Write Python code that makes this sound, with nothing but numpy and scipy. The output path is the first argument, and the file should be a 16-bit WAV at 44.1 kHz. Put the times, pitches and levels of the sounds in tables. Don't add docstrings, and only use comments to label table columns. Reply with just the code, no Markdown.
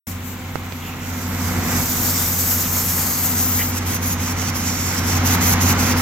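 import sys
import numpy as np
from scipy import signal
from scipy.fft import rfft, irfft, next_fast_len
from scipy.io import wavfile
from scipy.ndimage import uniform_filter1d, map_coordinates

SR = 44100
rng = np.random.default_rng(int(sys.argv[2]) if len(sys.argv) > 2 else 0)


def materialize(psi):
    bounded = np.clip(np.atleast_2d(psi).T, -1, 1)
    quanta = np.round(bounded * 32767).astype(np.int16)
    wavfile.write(sys.argv[1], SR, quanta)


N = 265041
TIME = np.arange(N) / SR
FFT_SIZE = next_fast_len(N + SR // 4)
FFT_HZ = np.fft.rfftfreq(FFT_SIZE, 1 / SR)
SIDES = np.array([[.5], [-.5]])


def amp(db):
    return np.exp(np.asarray(db) * (np.log(10) / 20))


def unit(x):
    return x / np.sqrt(np.mean(x ** 2) + 1e-20)


def along(points):
    hz, values = np.transpose(points)
    return np.interp(np.log(FFT_HZ + 1), np.log(hz + 1), values)


def curves(rows):
    times, *columns = np.transpose(rows)
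    return [np.interp(TIME, times, column) for column in columns]


def step(at, width):
    return .5 + .5 * np.tanh((TIME - at) / width)


def swell(at, width):
    return np.exp(-((TIME - at) / width) ** 2)


def wobble(rate):
    coarse = TIME[::64]
    drift = map_coordinates(rng.standard_normal(1024), [coarse * rate], mode="wrap")
    return np.interp(TIME, coarse, drift)


def filtered(x, gain):
    return irfft(rfft(x, FFT_SIZE) * gain, FFT_SIZE)[..., :N]


def delayed(x, ms):
    return map_coordinates(x, [np.arange(N) - ms * SR / 1000], order=5)


# freq_hz, likeness
STEREO_LIKENESS = [(30, 0.33), (70, 0.9), (290, 0.94), (640, 0.83), (1400, 0.65), (3000, 0.36),
                   (8000, 0.13)]

def spread(pair, colour, lag_ms=0):
    angle = np.arccos(along(STEREO_LIKENESS)) / 2
    mid, side = filtered(pair, amp(along(colour)) * [np.cos(angle), np.sin(angle)])
    left = filtered(mid + side, np.exp(-2j * np.pi * FFT_HZ * lag_ms / 1000))
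    return unit(np.array([left, mid - side]))


def yard():
    colour = [(1200, -28), (2200, 4.0), (3100, 0.5), (4000, -2.5), (5200, -19),
              (7000, -21), (8500, -18), (10000, -14), (15000, -8)]
    return amp(-42.5) * spread(rng.standard_normal((2, N)), colour)


CYCLE_HZ, SCREW_HZ = 15.228, 255.7

def firing_noise(cycles, repeat, pulse_db):
    size = round(SR / CYCLE_HZ)
    position = (cycles % 1 * size).astype(int) % size
    pattern = rng.standard_normal((2, size))[:, position]
    noise = np.sqrt(repeat) * pattern + np.sqrt(1 - repeat) * rng.standard_normal((2, N))
    firing = np.cos(2 * np.pi * 6 * cycles) + np.cos(2 * np.pi * 12 * cycles)
    return noise * amp(pulse_db * firing)


# time_s, clatter_db, boom_db, exhaust_db
ENGINE_LEVELS = [(0.08, -42, -34.5, -33), (0.9, -38.0, -34, -34.5), (1.2, -35.5, -31.0, -29),
                 (1.55, -29.5, -25.5, -24.5), (1.78, -27, -23.5, -23), (1.88, -34, -29.5, -32.5),
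                 (2.03, -33.5, -27, -30), (2.4, -33.0, -29.5, -26.5), (3.1, -33.0, -30.0, -31.0),
                 (3.9, -33, -28, -26.0), (4.4, -32.0, -28.5, -27.5), (4.8, -32.0, -28.0, -27.0),
                 (5.3, -26.5, -23.5, -21), (6.0, -25.5, -22, -22.5)]
# cycle_multiple, relative_db
ENGINE_ORDERS = [(3, -27), (5, -17), (9, -22), (10, -15), (12, -13), (16, -7), (18, -21), (20, -21),
                 (30, -27), (32, -25), (53, -26), (59, -24), (64, -28), (88, -28), (96, -25), (109, -30),
                 (117, -26)]
# pitch_hz, relative_db
SHAFT_HUM = [(41.4, -21), (85.2, -21)]
# freq_hz, gain_db
BOOM_COLOUR = [(25, -28), (36, -20), (45, -3.5), (70, -3), (110, 0.5), (150, -1), (230, 1.5), (270, -4.5),
               (330, -6), (450, -16.5), (800, -16), (2000, -72)]
# freq_hz, gain_db
CLATTER_COLOUR = [(150, -22), (330, -5), (440, -2.5), (510, -3), (610, -8), (760, 0), (1050, 0.5),
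                  (1480, -0.5), (1750, -4.5), (2080, -0.5), (2700, -9.5), (5000, -16), (7000, -20),
                  (9200, -62), (15000, -30)]

def diesel_compressor():
    clatter_db, boom_db, exhaust_db = curves(ENGINE_LEVELS)
    run_s = TIME + .00012 * wobble(2.5)
    cycles = CYCLE_HZ * run_s

    def tone(hz):
        phase = 2 * np.pi * (hz * run_s + rng.random())
        return np.sqrt(2) * np.sin(phase) * amp(1.02 * wobble(4.07))

    exhaust = tone(6 * CYCLE_HZ) * amp(exhaust_db + 0.65 * wobble(9))
    orders = amp(-4.0) * sum(amp(db) * tone(k * CYCLE_HZ) for k, db in ENGINE_ORDERS)
    screw = amp(-11.0) * tone(SCREW_HZ) + amp(-22.5) * tone(2 * SCREW_HZ)
    shafts = sum(amp(db) * tone(hz) for hz, db in SHAFT_HUM)
    boom = amp(-5.5) * spread(firing_noise(cycles, repeat=0.12, pulse_db=0.16), BOOM_COLOUR)
    clatter = spread(firing_noise(cycles, repeat=0.25, pulse_db=.5), CLATTER_COLOUR, lag_ms=0.081)
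    clatter *= amp(clatter_db + 2 + 0.75 * wobble(14))
    drone = exhaust + amp(boom_db + 3.5 + 0.21 * wobble(9)) * (orders + screw + shafts + boom)
    return drone * amp(-.4 * SIDES) + clatter * amp(-1.4 * SIDES)


# start_s, level_db, contact_s, left_minus_right_db
GROUND_KNOCKS = [(0.5568, -12, 0.00013, -20), (0.7237, -17, 0.000045, -16)]

def knocks():
    out = np.zeros((2, N))
    colour = [(200, -6), (900, 1), (2500, -8), (5000, -12), (9000, -23)]  # freq_hz, gain_db
    grit = spread(rng.standard_normal((2, N)), colour)
    for start, db, contact_s, pan_db in GROUND_KNOCKS:
        age = np.clip(TIME - start, -.002, .1)
        push = -np.exp(-.5 * (age / contact_s) ** 2)
        tail = amp(-60 * age / .024) * (age > 0)
        out += amp(db + pan_db * SIDES) * (push + amp(-16.5) * grit * tail)
    return out


# start_s, end_s, first_hz, last_hz, nominal_width_hz, level_db
EDGE_TONES = [(0.813, 0.884, 2890, 2810, 800, -39.5), (0.873, 0.942, 2700, 2550, 350, -42),
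              (0.989, 1.065, 2630, 2910, 400, -45), (2.633, 2.675, 2915, 3050, 1300, -35),
              (3.588, 3.628, 1994, 2050, 300, -28.5), (3.592, 3.632, 2700, 2800, 600, -33)]

def whistles():
    out = np.zeros(N)
    for start, end, first_hz, last_hz, width_hz, db in EDGE_TONES:
        pitch_hz = np.interp(TIME, [start, end], [first_hz, last_hz])
        phase = 2 * np.pi * np.cumsum(pitch_hz) / SR
        lowpass = signal.butter(2, 0.66 * width_hz, fs=SR)
        eddies = signal.lfilter(*lowpass, rng.standard_normal((2, N)))
        band = unit(eddies[0] * np.cos(phase) + eddies[1] * np.sin(phase))
        out += amp(db) * band * (step(start, 0.012) - step(end, .005))
    return out


def patchy(x, depth_db):
    spectra = signal.stft(x, nperseg=512)[2]
    patches = rng.standard_normal(spectra.shape[1:])
    for _ in range(2):
        patches = uniform_filter1d(patches, size=3, axis=0)
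        patches = uniform_filter1d(patches, size=20, axis=1)
    return signal.istft(spectra * amp(depth_db * unit(patches)), nperseg=512)[1][:, :N]


# time_s, left_lead_ms, likeness, left_minus_right_db
JET_PLACE = [(0.1, 0.006, 0.3, 3.5), (0.4, 0.17, 0.23, 5), (1.15, 0.14, 0.14, -3.5),
             (1.6, -0.03, 0.17, -2.5), (2.0, 0.015, 0.42, -.5), (2.8, 0.0049, 0.59, -0.2),
             (3.2, 0.023, 0.69, 0), (3.65, 0.059, 0.69, 0.5), (4.2, 0.049, 0.57, -1),
             (6.0, 0.058, 0.66, -1)]
# freq_hz, left_minus_right_db
JET_LEAN = [(1500, -2), (4400, -6.5), (6500, -6), (8500, 7.5), (11000, -2), (15000, 8)]

def jet(hiss_db, sizzle_db, colour, modes=(), flutter_db=0.78):
    lead_ms, likeness, pan_db = curves(JET_PLACE)
    angle = np.arccos(likeness) / 2
    direct, scattered = rng.standard_normal((2, N)) * [np.cos(angle), np.sin(angle)]
    air = np.array([direct + scattered, delayed(direct - scattered, lead_ms)])
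    resonance_db = sum(db / (1 + ((FFT_HZ - hz) / width) ** 2) for hz, width, db in modes)
    air = filtered(air, amp(along(colour) + resonance_db + along(JET_LEAN) * SIDES))
    low_band = filtered(air, 1 / (1 + (FFT_HZ / 9000) ** 24))
    hiss = unit(low_band) * amp(flutter_db * wobble(40))
    sizzle = unit(air - low_band) * amp(sizzle_db + flutter_db * wobble(40))
    return amp(hiss_db + flutter_db * wobble(60) + pan_db * SIDES) * (hiss + sizzle)


# time_s, level_db
OPEN_HISS = [(0.2, -46), (0.98, -45), (1.08, -37.5), (1.62, -33), (1.79, -26.5), (2.1, -24.5), (2.6, -26.5),
             (2.68, -30.5), (2.76, -27), (3.6, -26), (3.67, -31.5)]
# time_s, relative_db
OPEN_SIZZLE = [(0.6, -1), (1.65, 0.5), (2.4, 3.5), (3.7, 6)]
# freq_hz, gain_db
OPEN_COLOUR = [(800, -11.5), (2500, -12), (4000, -10), (5200, -3.5), (6800, 1.5), (7900, -1.5), (8700, -8),
               (9900, -9), (11000, -2.5), (12200, 4), (13600, 3.5), (15000, 1.5), (16000, -16)]
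# time_s, half_length_s, lift_db
NOZZLE_SWINGS = [(0.094, 0.053, 7), (0.285, 0.044, 5.5), (0.868, .035, 3.5), (1.477, .04, 2.5)]

def open_jet():
    hiss_db, = curves(OPEN_HISS)
    sizzle_db, = curves(OPEN_SIZZLE)
    flare_db = sum(db * swell(at, width) for at, width, db in NOZZLE_SWINGS)
    sway_db = .45 * wobble(12)
    air = jet(hiss_db + flare_db + sway_db, sizzle_db + flare_db, OPEN_COLOUR)
    return patchy(air, depth_db=1.5)


# start_s, end_s, hiss_db, relative_sizzle_db, turn_muffle_db
PLEAT_STROKES = [(3.742, 3.792, -28, -0.5, 14), (3.862, 3.974, -29, 1.5, 14), (4.021, 4.144, -29.5, 3, 12),
                 (4.193, 4.33, -30, -1, 13), (4.369, 4.507, -28.5, -2.5, 14), (4.547, 4.582, -29.5, 0, 3.5),
                 (4.655, 4.998, -26.5, -3, 6), (5.065, 5.185, -25.5, -2.5, 14),
                 (5.248, 5.358, -23, 0.5, 14), (5.41, 5.543, -21.5, 0, 15), (5.608, 5.731, -22, -0.5, 14),
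                 (5.782, 5.932, -23, -3, 13), (5.966, 6.1, -24, -2, 14)]
# freq_hz, gain_db
PLEAT_COLOUR = [(800, -19), (2500, -2.5), (3600, -8.5), (4700, -5), (5500, -2), (6050, 2), (6600, 2),
                (7700, -1), (8800, -10.5), (9700, -7), (11000, -3), (12200, -3), (13800, -3), (16000, -16)]
# pitch_hz, half_width_hz, lift_db
CORE_MODES = [(5550, 220, 3.5), (6000, 110, -1), (6600, 180, 1.5), (7950, 130, 1), (12300, 330, 4)]
CHOKE_S, REOPEN_S = 0.0042, 0.0082
RIM_DB, RIM_S = 1.5, 0.021

def filter_jet(hiss_share):
    starts, ends, levels, sizzles, depths = np.transpose(PLEAT_STROKES)
    edges = np.column_stack([starts, ends]).ravel()
    held = lambda values: np.interp(TIME, edges, np.repeat(values, 2))
    rim_db = RIM_DB * sum(swell(end - RIM_S / 2, RIM_S) for end in ends)
    turns_db = sum(db * (step(end, CHOKE_S) - step(restart, REOPEN_S))
                   for end, restart, db in zip(ends, starts[1:], depths))
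    entry_db = 7 * (1 - step(starts[0], REOPEN_S))
    muffle_db = turns_db - rim_db + entry_db
    hiss_db = held(levels) - hiss_share * muffle_db
    sizzle_db = held(sizzles) - (1 - hiss_share) * muffle_db
    return patchy(jet(hiss_db, sizzle_db, PLEAT_COLOUR, CORE_MODES), depth_db=1.65)


def air_gun():
    inside = step(at=3.712, width=0.0073)
    return (1 - inside) * open_jet() + inside * filter_jet(hiss_share=0.69)


def scene():
    return diesel_compressor() + air_gun() + whistles() + knocks() + yard()


START_S, TOP_HZ = 0.069, 15900

def record(dry):
    return filtered(dry * (TIME > START_S), FFT_HZ < TOP_HZ)


dry = scene()
out = record(dry)
materialize(out)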